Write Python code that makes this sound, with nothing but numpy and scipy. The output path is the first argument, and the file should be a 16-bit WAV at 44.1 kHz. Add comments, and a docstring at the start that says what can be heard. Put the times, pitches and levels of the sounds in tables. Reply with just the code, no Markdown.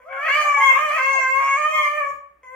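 """A dog howls in a living room: one long wavering note that breaks between two registers and briefly turns
gravelly, then the soft start of the next. Harmonics of one unsteady pitch carry it, with rasp and hiss from
noise. Short whines, often higher, are gliding harmonic tones. The room answers with echoes and decaying noise.
Underneath lie a noise rumble, a sine for the mains hum, and soft low rustles made of swelling noise."""
import sys
import numpy as np
from scipy import signal
from scipy.fft import rfft, irfft, next_fast_len
from scipy.io import wavfile
from scipy.ndimage import map_coordinates

SR = 44100
rng = np.random.default_rng(int(sys.argv[2]) if len(sys.argv) > 2 else 0)


def put_to_file(sound):
    """Save the sound as 16-bit audio at rate SR, in the file named by the first command-line argument."""
    columns = np.atleast_2d(sound).T  # one column per channel
    safe = np.clip(columns, -1, 1)
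    whole_steps = np.round(safe * 32767)
    wavfile.write(sys.argv[1], SR, whole_steps.astype(np.int16))


N = 112454
TOP_HZ = 15850  # upper band limit


def amp(db):
    """Level definition: decibels to an amplitude ratio."""
    return 10 ** (np.asarray(db) / 20)


def unit(x):
    """Normalisation: scale to rms 1."""
    return x / np.sqrt(np.mean(x ** 2) + 1e-20)


def along(points, hz):
    """Logarithmic frequency scale: interpolate (f, value) points along log f."""
    f, value = np.transpose(points)
    return np.interp(np.log(hz + 1), np.log(f + 1), value)


def clock():
    """Sampling: the time of each sample in seconds."""
    return np.arange(N) / SR


def curves(rows):
    """Linear interpolation: one value per sample for each column after the time."""
    times, *columns = np.transpose(rows)
    return [np.interp(clock(), times, column) for column in columns]


def wobble(rate):
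    """Band-limited fluctuation: a smooth random curve through rate knots a second."""
    knots = rng.standard_normal(int(N * rate / SR) + 4)
    return map_coordinates(knots, [clock() * rate])


def gate(start, end, rise, fall):
    """Amplitude envelope: sine-squared rise, hold and fall between two times, all in seconds."""
    t = clock()
    ramp = np.minimum((t - start) / rise, (end - t) / fall)
    return np.sin(np.pi / 2 * np.clip(ramp, 0, 1)) ** 2


def filtered(x, response):
    """Linear filtering: multiply the spectrum of x by a response of frequency."""
    m = next_fast_len(N + SR // 2)  # padded against wrap-around
    spectrum = rfft(x, m) * response(np.fft.rfftfreq(m, 1 / SR))
    return irfft(spectrum, m)[..., :N]


def coloured(x, spectrum):
    """Spectral shaping: weight x by a (f, level) curve, then scale to rms 1."""
    return unit(filtered(x, lambda hz: amp(along(spectrum, hz))))


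def air(spectrum):
    """Partial coherence: two channels of coloured noise, each part shared and part its own."""
    own = rng.standard_normal((2, N))
    shared = rng.standard_normal(N)
    return coloured(own + shared, spectrum)


# Spectral shape of the room rumble: [f/Hz, relative level/dB per Hz]
RUMBLE_SPECTRUM = [(20, -29), (50, -1.5), (90, -11), (500, -13.5), (2000, -13.5), (4000, -37)]


def rumble():
    """Stationary noise: a steady random floor, strongest near 50 Hz."""
    return amp(-68.5) * air(RUMBLE_SPECTRUM)  # rms level/dB


def hum():
    """Mains hum: a single sinusoid, alike in both channels."""
    HUM_HZ, HUM_DB = 60.3, -72.5  # f/Hz, rms level/dB
    return amp(HUM_DB) * np.sqrt(2) * np.sin(2 * np.pi * HUM_HZ * clock())


# Soft low rustles: [centre t/s, Gaussian width t/s, peak level/dB]
RUSTLES = [(.72, 0.21, -59.5), (2.145, 0.031, -58.5)]
# Spectral shape of the rustles: [f/Hz, relative level/dB per Hz]
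CLOTH_SPECTRUM = [(20, -23), (50, 4.5), (90, -2), (170, -5), (400, -8.5), (1500, -27)]


def rustles():
    """Amplitude-modulated noise: low noise swells and sinks under Gaussian envelopes."""
    stir = sum(amp(db) * np.exp(-.5 * ((clock() - centre) / width) ** 2) for centre, width, db in RUSTLES)
    return stir * air(CLOTH_SPECTRUM)


# Reverberation time, the time to decay by 60 dB: [f/Hz, T60 t/s]
ROOM_T60 = [(100, 0.6), (600, 0.45), (1200, 0.54), (2500, 0.48), (6000, 0.43), (15000, 0.17)]


def room(x):
    """Reverberation: discrete early reflections and an exponentially decaying diffuse tail, unlike at each side."""
    TAIL_DB = -1  # tail energy against the direct sound, before the fade-in
    WALLS_DB, ECHOES = -2, 8  # combined level of the echoes against the direct sound, number a side
    WALL_GAP_S = .004  # silence before the tail, and also the length of its fade-in
    noise = rng.standard_normal((2, SR * 3 // 4))
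    hz, t, z = signal.stft(noise, SR, nperseg=256)
    t60 = along(ROOM_T60, hz)[:, None]
    decaying = z * amp(-60 * t / t60) / np.sqrt(t60)  # equal energy at every frequency
    response = signal.istft(decaying, SR, nperseg=256)[1]
    t = np.arange(response.shape[1]) / SR
    response = response * np.clip(t / WALL_GAP_S - 1, 0, 1)
    response *= amp(TAIL_DB) / np.sqrt(SR / np.log(10 ** 6))  # energy of the exponential decay
    for side in response:
        arrivals = (rng.uniform(.002, .02, size=ECHOES) * SR).astype(int)
        side[arrivals] += amp(WALLS_DB) * rng.choice([-1, 1], size=ECHOES) / np.sqrt(ECHOES)
    return signal.fftconvolve(x[None], response, axes=1)[:, :N]


# Whines: [start t/s, length t/s, first f/Hz, middle f/Hz, last f/Hz, fundamental level/dB,
# 2nd partial level/dB, 3rd partial level/dB, pitch scatter/share of f]
WHINES = [(0.037, 0.19, 495, 773, 598, -45, -47.5, -73, 0.012),
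          (0.07, 0.14, 2120, 2320, 2206, -46.5, -92, -96.5, 0.008),
          (0.106, 0.2, 1507, 1340, 1184, -39.5, -72.5, -97, 0.011),
          (0.268, 0.125, 1950, 2270, 2389, -25, -53, -59, 0.008),
          (0.413, 0.116, 831, 798, 798, -41, -43.5, -65.5, 0.044),
          (0.553, 0.1, 832, 881, 894, -25, -45.5, -65.5, 0.018),
          (0.588, 0.1498, 996.2, 1082, 1011, -29.5, -19, -36.5, 0.0066),
          (0.729, 0.082, 1163, 1200, 1216, -26.5, -36, -50.5, 0.025),
          (1.1, .13, 1022, 756, 641, -38.5, -59.5, -77, 0.06),
          (1.714, 0.17, 1048, 1079, 1024, -31.5, -25, -40.5, 0.0061)]
# Partials from the 4th up, against the 3rd: [f/Hz, level/dB]
WHINE_OVERTONES = [(4200, -28), (6300, -13.5), (8500, -28.5), (11000, -17.5), (15500, -37)]


def whines():
    """Frequency modulation: thin harmonic tones, each following a parabolic arc of pitch with random scatter."""
    FADE_S = 0.037
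    out = np.zeros(N)
    for start, length, first, middle, last, *partial_db, scatter in WHINES:
        progress = np.clip((clock() - start) / length, 0, 1)
        arc = np.polyfit([0, .5, 1], [first, middle, last], 2)
        pitch = np.polyval(arc, progress) * (1 + scatter * wobble(260))
        phase = 2 * np.pi * np.cumsum(pitch) / SR
        overtones = [partial_db[-1] + along(WHINE_OVERTONES, k * middle) for k in range(4, 15)]
        tone = np.zeros(N)
        for k, db in enumerate(partial_db + overtones, 1):
            if k * middle < TOP_HZ:
                tone += amp(db) * np.sin(k * phase)
        out += np.sqrt(2) * tone * gate(start, start + length, FADE_S, FADE_S)
    return out


# Treble of the long note, before the muzzle trim: [t/s, low band level/dB, middle level/dB, high level/dB]
TREBLE = [(0.1, -89.5, -80, -81), (0.291, -50.5, -51.5, -59.5), (0.389, -41, -43.5, -53.5),
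          (0.54, -72, -48, -61.5), (0.68, -61, -42, -55.5), (0.79, -60.5, -51, -59),
          (0.97, -48.5, -48, -57.5), (1.141, -54, -43.5, -60.5), (1.279, -57.5, -51, -63.5),
          (1.519, -60.5, -47.5, -61), (1.7, -62, -50.5, -61), (1.789, -58.5, -49.5, -53),
          (2.1, -73.5, -61.5, -72.5)]
# The same for the next note: [t/s, low band level/dB, middle level/dB, high level/dB]
NEXT_TREBLE = [(2.441, -94, -71, -76.5)]
# Upper muzzle resonances: [lower edge f/Hz, upper edge f/Hz, trim of the direct sound level/dB]
MUZZLE = [(4130, 4760, -2.5), (5610, 7810, -1), (9600, 14000, 1)]


def treble(phase, pitch, hoarse):
    """Source-filter principle: high partials and hiss puffed once a cycle excite the muzzle resonances."""
    PATCHY_DB = 4  # swing of each high partial
    HISS_HZ = 8000  # partials weaken above this, leaving more of the hiss
    HISS_DB, HISS_GROWS = -8, .7  # hiss against the partials at mean hoarseness, growth in dB per dB
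    CLOSURE_DB = 3.2  # fast random swing of the whole treble
    ladder = np.zeros(N)
    for k in range(7, 30):
        rolloff = np.sqrt(1 + (k * pitch / HISS_HZ) ** 2)
        ladder += amp(PATCHY_DB * wobble(22)) * np.cos(k * phase) / rolloff
    hiss = unit(rng.standard_normal(N) * (1 + np.cos(phase)) ** 2)
    breathy = amp(HISS_DB) * (hoarse / hoarse.mean()) ** HISS_GROWS
    source = (unit(ladder) + breathy * hiss) / np.sqrt(1 + breathy ** 2)
    source *= amp(CLOSURE_DB * wobble(400))
    out = np.zeros(N)
    for (low, high, trim), db in zip(MUZZLE, curves(list(TREBLE) + list(NEXT_TREBLE))):
        band = signal.butter(N=3, Wn=[low, high], btype="bandpass", fs=SR, output="sos")
        out += amp(db + trim) * unit(signal.sosfilt(band, source))
    return out


# Spectral shape of the rasp: [f/Hz, relative level/dB]
RASP_SPECTRUM = [(100, -34.5), (420, -62.5), (560, 0), (900, -6), (1250, -1.5), (1500, -7.5), (2200, 5.5),
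                 (2700, -12.5), (3300, -8.5), (3800, -38)]


def rasp(phase, effort, hoarse):
    """Modulated turbulence: noise puffed once a cycle, sputtering at random, follows effort and hoarseness."""
    RASP_DB, SPUTTER_DB = -1.5, 4.5  # level against the hoarseness, depth of the sputter
    puffs = (1 + np.cos(phase)) * amp(SPUTTER_DB * wobble(110))
    return amp(RASP_DB) * effort * hoarse * coloured(rng.standard_normal(N) * puffs, RASP_SPECTRUM)


# Gravelly stretch: (start t/s, end t/s, amplitude depth 0-1, phase swing/rad, drift of the slow cycle/rad)
GRAVEL = (1.39, 1.526, 0.38, 0.063, 0.14)


def gravel(phase):
    """Subharmonic modulation: a cycle four times slower than the pitch sways phase and amplitude."""
    start, end, depth, swing, drift = GRAVEL
    slow_phase = phase / 4 + drift * wobble(80)
    slow_cycle = np.sin(slow_phase) + 0.53 * np.sin(2 * slow_phase)
    slow_cycle = gate(start, end, 0.014, 0.05) * slow_cycle
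    return swing * slow_cycle, 1 + depth * slow_cycle


# Low partials of the long note, before the low cut:
# [t/s, 1st level/dB, 2nd level/dB, 3rd level/dB, 4th level/dB, 5th and 6th base level/dB]
LEVELS = [(0.0, -43, -55, -62, -88.5, -86), (0.07, -49, -63.5, -77, -74, -82),
          (0.11, -37, -44, -41, -48.5, -69), (0.22, -36.5, -33.5, -34.5, -37, -46),
          (0.29, -32.5, -28.5, -23.5, -30.5, -34.5), (0.32, -41, -32, -28.5, -26, -29.5),
          (0.38, -30.5, -20, -29.5, -31, -26.5), (0.51, -35, -22, -35, -27, -43.5),
          (0.7, -40, -23.5, -28, -25.5, -41), (0.82, -32.5, -24, -37, -35, -35),
          (1.07, -34.5, -27.5, -29, -24, -36), (1.38, -36, -24, -32.5, -27, -43),
          (1.45, -42.5, -27, -43, -29, -39.5), (1.54, -37, -26.5, -29, -21.5, -39.5),
          (1.59, -32.5, -23.5, -40, -36, -49.5), (1.65, -31.5, -17, -27.5, -32, -34.5),
          (1.72, -32.5, -36, -51.5, -40, -32.5), (1.78, -31.5, -20, -35.5, -33, -38),
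          (1.9, -39, -27, -39, -32.5, -40.5), (1.98, -28.5, -23, -29.5, -32.5, -43),
          (2.12, -35.5, -34, -51, -50.5, -67)]
# The same columns for the next note: [t/s, 1st, 2nd, 3rd, 4th, 5th and 6th base level/dB]
NEXT_LEVELS = [(2.439, -47, -51, -66, -49.5, -73), (2.54, -35, -44.5, -53, -44, -69)]


def partial_levels():
    """Spectral envelope: gain curves of partials 1 to 4 and the shared base of 5 and 6."""
    return [amp(db) for db in curves(list(LEVELS) + list(NEXT_LEVELS))]


# Throat colour of the 5th and 6th partials: [f/Hz, level/dB]
THROAT = [(2600, 0), (3050, -8), (3350, -10), (3650, -28)]


def low_partials(phase, pitch, hoarse, bands):
    """Harmonic series: six partials, each blurred by random sidebands that grow with hoarseness."""
    SIXTH_DB, BLUR_DB = -5, -5  # extra level of the 6th partial, blur against the hoarseness
    voice = np.zeros(N)
    for k in range(1, 7):
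        if k < 5:
            level = bands[k - 1]
        else:
            level = bands[4] * amp(along(THROAT, k * pitch) + SIXTH_DB * (k == 6))
        blur = amp(BLUR_DB) * hoarse * (wobble(240) + 1j * wobble(240))
        voice += np.sqrt(2) * level * np.real((1 + blur) * np.exp(1j * k * phase))
    return voice


# Pitch of the howl, its sudden steps being voice breaks: [t/s, f/Hz]
PITCH = [(0, 499), (.09, 537), (.16, 539.2), (.215, 571), (.272, 653.7), (.284, 528.6), (.32, 570.6),
         (.375, 606.9), (.44, 594.7), (.55, 568.2), (.66, 543.2), (.735, 526.3), (.772, 551.8),
         (.79, 596.6), (.84, 617.2), (.91, 581.7), (.968, 643.6), (.982, 520), (1.11, 545.3), (1.25, 520),
         (1.38, 544.4), (1.56, 552.3), (1.58, 603.5), (1.63, 598.6), (1.71, 626.4), (1.77, 611.6),
         (1.87, 583.5), (1.98, 602.5), (2.03, 565.7), (2.11, 561), (2.42, 521), (2.475, 507), (2.54, 517)]
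# Hoarseness, the reference for rasp, blur and unsteadiness: [t/s, noise against the voice level/dB]
HOARSE = [(0, -16), (.13, -10.5), (.2, -17), (.29, -9), (.4, -15), (.55, -20), (.7, -17.5), (.77, -10),
          (.85, -21.5), (.98, -8), (1.06, -24.5), (1.3, -31.5), (1.43, -21.5), (1.53, -26), (1.58, -20),
          (1.68, -28), (1.88, -26), (2.1, -26.5), (2.44, -15), (2.48, -27.5)]
# Extent of the notes: [start t/s, end t/s]
NOTES = [(0.0, 2.125), (2.431, 2.6)]


def howl():
    """Vocal fold oscillation: one unsteady pitch drives all partials, with noise from hoarseness."""
    FLUTTER, JITTER = .002, .003  # slower and faster pitch scatter, shares of f
    SHIMMER_DB, LOW_CUT_HZ = .6, 563
    ATTACK_S, RELEASE_S = 0.002, 0.022
    pitch, = curves(PITCH)
    hoarse = amp(curves(HOARSE)[0])
    relative_hoarse = hoarse / hoarse.mean()
    pitch = pitch * (1 + FLUTTER * wobble(44.9) + JITTER * relative_hoarse * wobble(350))
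    phase = 2 * np.pi * np.cumsum(pitch) / SR
    phase_sway, gravel_gain = gravel(phase)
    phase = phase + phase_sway
    bands = partial_levels()
    voice = low_partials(phase, pitch, hoarse, bands) + treble(phase, pitch, hoarse)
    voice *= gravel_gain * amp(SHIMMER_DB * np.sqrt(relative_hoarse) * wobble(170))
    low_cut = signal.butter(N=10, Wn=LOW_CUT_HZ, btype="highpass", fs=SR, output="sos")
    voice = signal.sosfilt(low_cut, voice)
    effort = np.sqrt(sum(band ** 2 for band in bands))
    notes = sum(gate(start, end, ATTACK_S, RELEASE_S) for start, end in NOTES)
    return (voice + rasp(phase, effort, hoarse)) * notes


# Level difference between the channels: [f/Hz, left minus right level/dB]
BALANCE = [(500, -0.5), (1100, 2.5), (2200, 0), (9000, 0)]


def scene():
    """Interaural-style cues: level and time differences place the dog a little to the left, in the room."""
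    MIC_LAG_S = .00005  # the right channel lags the left

    def ports(hz):
        """Stereo transfer function: half of each difference goes to either channel."""
        gain = amp(np.outer([.5, -.5], along(BALANCE, hz)))
        return gain * np.exp(1j * np.pi * np.outer([1, -1], hz) * MIC_LAG_S)

    dog = howl() + whines()
    return filtered(dog + room(dog), ports) + rumble() + rustles() + hum()


def record(dry):
    """Band limitation: only frequencies below the upper limit pass."""
    return filtered(dry, lambda hz: hz < TOP_HZ)


dry = scene()
out = record(dry)
put_to_file(out)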